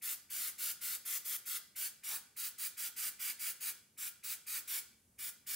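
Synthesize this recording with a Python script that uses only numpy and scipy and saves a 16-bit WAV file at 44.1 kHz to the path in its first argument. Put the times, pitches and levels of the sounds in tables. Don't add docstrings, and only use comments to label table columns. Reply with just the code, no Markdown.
import sys
import numpy as np
from scipy import signal
from scipy.fft import rfft, irfft, next_fast_len
from scipy.io import wavfile
from scipy.ndimage import uniform_filter1d

SR = 44100
rng = np.random.default_rng(int(sys.argv[2]) if len(sys.argv) > 2 else 0)


def inscribe(sig):
    pcm = np.round(np.clip(np.atleast_2d(sig).T, -1, 1) * 32767)
    wavfile.write(sys.argv[1], SR, pcm.astype(np.int16))


N = 244755
TIME = np.arange(N) / SR
FREQ = np.maximum(np.arange(N // 2 + 1) * SR / N, 1)
LEFT_RIGHT = np.array([[1], [-1]])

# valve opens t/s, valve closes t/s, level/dB
PRESSES = [(0.02, 0.133, -38.5), (0.3, 0.489, -39.5), (0.581, .713, -38.5), (0.81, 0.951, -39),
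           (1.051, 1.172, -38.5), (1.246, 1.357, -38.5), (1.456, 1.568, -39.5), (1.758, 1.871, -39),
           (2.034, 2.166, -40), (2.365, 2.478, -40), (2.581, 2.67, -38.5), (2.77, 2.872, -39),
           (2.963, 3.084, -38), (3.194, 3.309, -38), (3.392, 3.504, -39), (3.605, 3.699, -38.5),
           (3.976, 4.081, -41.5), (4.235, 4.335, -40), (4.466, 4.584, -39), (4.675, 4.786, -38),
           (5.186, 5.29, -41.5), (5.466, 5.568, -39.5)]
# f/Hz, level/dB
NOZZLE_SPECTRUM = [(700, -65), (1500, -24.5), (3000, -15.5), (4500, -11), (6200, -4.5), (8000, -1),
                   (10000, 0.2), (12500, -0.9), (14000, -2), (15200, 3.5), (16000, 0.5)]


def undb(db):
    return 10 ** (np.asarray(db) / 20)


def curve(points):
    hz, db = np.transpose(points)
    return undb(np.interp(np.log(FREQ), np.log(hz), db))


def hump(hz, width_hz):
    return 1 / (1 + ((FREQ - hz) / width_hz) ** 2)


def noise(gain):
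    x = irfft(rfft(rng.standard_normal(N)) * gain, N)
    return x / x.std()


def flutter(rate_hz):
    return noise(1 / (1 + (FREQ / rate_hz) ** 4))


def filtered(x, gain):
    size = next_fast_len(N + SR // 4)
    freq = np.arange(size // 2 + 1) * SR / size
    return irfft(rfft(x, size) * np.interp(freq, FREQ, gain), size)[:N]


def room_tone(air_db=-75, wide_hz=3500, deep_db=-87, upper_db=-83):
    # f/Hz, level/dB
    floor_spectrum = [(20, -25), (45, -34), (85, -1.5), (150, 1.5), (230, -4.5), (400, -3.5), (650, -10),
                      (1200, -14), (4000, -16.5), (10000, -8.5), (16000, -17.5)]
    # middle t/s, half length/s, rise/dB
    swells = [(.8, 0.14, 6), (5.17, 0.45, 9)]
    colour = curve(floor_spectrum)
    side = filtered(noise(colour), 1.6 * np.sqrt(FREQ / (FREQ + wide_hz)))
    swell_db = sum(db * np.exp(-((TIME - at) / length) ** 2) for at, length, db in swells)
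    rumble = undb(deep_db + swell_db) * noise(hump(hz=86, width_hz=20))
    rumble += undb(upper_db + 0.32 * swell_db) * noise(hump(hz=205, width_hz=60))
    air = undb(air_db) * (noise(colour) + LEFT_RIGHT * side)
    return air + rumble * undb(-0.6 * flutter(15))


def valve(opens, closes, first_share, build_s, shut_s, snap_s=0.0014, ease_s=0.0029):
    age = TIME - opens
    snap = 0.5 + 0.5 * np.tanh(age / (2 * snap_s))
    build = 1 - (1 - first_share) * np.exp(-np.maximum(age, 0) / build_s)
    since_closing = ease_s * np.logaddexp(0, (TIME - closes) / ease_s)
    return snap * build * np.exp(-since_closing / shut_s)


def can_ring(leak_db=-26, vary_db=2, lead_s=0.0062, leak_s=0.015):
    leak = 0
    for opens, _, db in PRESSES:
        gain = undb(db + leak_db + vary_db * rng.standard_normal())
        leak += gain * valve(opens - lead_s, opens, first_share=1, build_s=leak_s, shut_s=leak_s)
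    return leak * noise(hump(hz=2270, width_hz=300))


def flow(first_share, build_s, shut_s):
    return sum(undb(db) * valve(opens, closes, first_share, build_s, shut_s)
               for opens, closes, db in PRESSES)


def hand_place():
    # t/s, place along the tub/m
    waypoints = [(0, .01), (.25, .13), (.5, .06), (.75, .1), (1.2, 0), (1.75, .08), (2.25, .19),
                 (3.25, .22), (4, .16), (4.5, .19), (4.75, .15), (5.55, .14)]
    return np.interp(TIME, *np.transpose(waypoints))


def droplets(per_second=2500, size_spread=0.38):
    ticks = (rng.random(N) < per_second / SR) * rng.standard_normal(N)
    ticks *= np.exp(size_spread * rng.standard_normal(N))
    patter = filtered(ticks, curve(NOZZLE_SPECTRUM))
    return patter / patter.std()


def nozzle_hiss(over_middle, gas_db=-0.83, drops_db=-7.5, sizzle_db=-11):
    sizzle_gain = undb(sizzle_db + 2 * flutter(3.1)) * (1 - over_middle)
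    sizzle = sizzle_gain * noise(hump(hz=12900, width_hz=800))
    gas = undb(gas_db) * noise(curve(NOZZLE_SPECTRUM))
    hiss = gas + undb(drops_db) * droplets() + sizzle
    return flow(first_share=0.31, build_s=0.028, shut_s=0.016) * hiss


def hollow_rush(over_middle, rush_db=-12.5, middle_rise_db=2.5, between_db=-3.5, wander_db=1.6):
    # f/Hz, level/dB
    rush_spectrum = [(600, -23.5), (950, -9), (1300, -6.5), (1900, 0), (2700, -2), (3500, -4), (6000, -11),
                     (9000, -12.5)]
    # f/Hz, width/Hz, level at the tub's end/dB, level over its middle/dB
    resonances = [(1230, 114, 2, -6.5), (1398, 98, 4, 3), (1534, 127, 1.5, 1), (2040, 200, 3, -19),
                  (2313, 150, 1, 6), (2858, 187, 4, 2.5), (3348, 230, 7, 5.5), (3940, 360, 2, -1.5),
                  (4490, 500, 9, 7), (4986, 190, 12.5, 10), (5740, 240, 10, 5.5)]
    colour = curve(rush_spectrum)
    rush = undb(between_db) * np.linalg.norm(colour) * noise(colour)
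    for hz, width_hz, end_db, middle_db in resonances:
        band = colour * hump(hz, width_hz)
        db = end_db + (middle_db - end_db) * over_middle + wander_db * flutter(6.4)
        rush += undb(db) * np.linalg.norm(band) * noise(band)
    rush *= undb(rush_db + middle_rise_db * over_middle) / rush.std()
    return flow(first_share=0.29, build_s=0.037, shut_s=0.012) * rush


def metal_splash(splash_db=-32):
    # f/Hz, level/dB
    splash_spectrum = [(100, -30), (220, 8), (370, 1.5), (470, 4), (660, -2.5), (900, -3), (2000, -15)]
    splash = undb(splash_db) * noise(curve(splash_spectrum))
    return flow(first_share=0.24, build_s=0.084, shut_s=0.04) * splash


def spray(end_m=0.072, middle_m=0.15, sputter_db=0.5, waver_db=0.47):
    over_middle = np.clip((hand_place() - end_m) / (middle_m - end_m), 0, 1)
    jet = nozzle_hiss(over_middle) + hollow_rush(over_middle) + metal_splash()
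    return jet * undb(sputter_db * flutter(300) + waver_db * flutter(27))


def tub_echoes(jet, echo_db, nearest_s, farthest_s, fade_s, port_s, sweep, count, oversample=8):
    travel_s = uniform_filter1d(hand_place(), SR // 10) / 343
    fine = signal.resample_poly(jet, oversample, 1)
    scatter, lean = rng.random((count, 2)).T
    delays = nearest_s * (farthest_s / nearest_s) ** ((np.arange(count) + scatter) / count)
    gains = np.exp(-delays / fade_s)
    gains *= undb(echo_db) / np.linalg.norm(gains)
    bearings = rng.permutation(np.linspace(-1, 1, count))
    pair = np.array([jet, jet])
    for delay, gain, bearing, slant in zip(delays, gains, bearings, 2 * lean - 1):
        lag = delay + sweep * slant * travel_s + LEFT_RIGHT * bearing * port_s / 2
        index = ((TIME - lag) * SR * oversample).astype(int)
        pair += gain * fine[np.clip(index, 0, len(fine) - 1)]
    return pair / np.hypot(1, undb(echo_db))


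def garage_ring(jet, wet_db=-8.5, gap_s=0.0083, wide_hz=4000, dull_hz=14000, spread=1.77, size=32768):
    # f/Hz, t60/s, level/dB
    bands = [(302, 0.55, 1.5), (1100, 0.45, 4.5), (1660, 0.48, 5), (2160, 0.6, -1.5), (4900, 0.5, 0),
             (10100, 0.4, -3.5), (15000, 0.39, -5.5)]
    t = np.arange(size) / SR
    freq = np.maximum(np.arange(size // 2 + 1) * SR / size, 1)
    mid, side = rfft(rng.standard_normal((2, size)))
    width = spread * freq / np.hypot(freq, wide_hz)
    field = (mid + LEFT_RIGHT * width * side) / np.hypot(1, freq / dull_hz)
    onset = np.clip(t / gap_s - 1, 0, 1)
    log_centres = np.log(np.array(bands)[:, 0])
    response = 0
    for (_, t60, db), this_band in zip(bands, np.eye(len(bands))):
        band = np.interp(np.log(freq), log_centres, this_band)
        decay = onset * np.exp(-np.log(1000) * t / t60)
        response += undb(db) * irfft(field * band, size) * decay / np.linalg.norm(decay)
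    return undb(wet_db) * signal.fftconvolve(jet[None], response, axes=1)[:, :N]


def recess_roar(at_s=2.135, length_s=0.04, roar_db=-62, low_cut_hz=130):
    colour = hump(hz=1120, width_hz=560) * FREQ / np.hypot(FREQ, low_cut_hz)
    return undb(roar_db) * np.exp(-((TIME - at_s) / length_s) ** 2) * noise(colour)


def nozzle_spit(length_s=0.0001, bright_hz=12500):
    # t/s, peak level/dB
    blobs = [(2.402, -25)]
    at_s, db = blobs[0]
    age = TIME - at_s
    return undb(db) * np.exp(-(age / length_s) ** 2) * np.cos(2 * np.pi * bright_hz * age)


def scene(centre_m=0.16, pan_db_per_m=10.0, near_db=3.0, screen_hz=2800):
    jet = spray() + can_ring() + recess_roar()
    treble = filtered(jet, FREQ ** 6 / (FREQ ** 6 + screen_hz ** 6))
    near = tub_echoes(treble, echo_db=3.0, nearest_s=0.0008, farthest_s=0.008,
                      fade_s=0.026, port_s=0.000085, sweep=1.095, count=16)
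    near += tub_echoes(jet - treble, echo_db=-7.0, nearest_s=0.001496, farthest_s=0.015,
                       fade_s=0.027, port_s=0.00009, sweep=1.96, count=20)
    pan_db = pan_db_per_m * (centre_m - hand_place())
    near *= undb(near_db + LEFT_RIGHT * pan_db / 2)
    return near + nozzle_spit() + garage_ring(jet) + room_tone()


def record(dry, top_hz=15750):
    # f/Hz, side gain/dB
    side_gains = [(60, -19), (200, -5), (500, -1), (1000, 0.5), (1550, -1.5), (1900, -2), (2300, -13.5),
                  (2650, -4.5), (3500, -8), (6000, -5), (9000, -4), (13000, -1.5), (15500, -10)]
    side = filtered((dry[0] - dry[1]) / 2, curve(side_gains))
    top_cut = signal.ellip(12, 0.2, 70, top_hz, fs=SR, output="sos")
    return signal.sosfilt(top_cut, dry.mean(axis=0) + LEFT_RIGHT * side)


dry = scene()
out = record(dry)
inscribe(out)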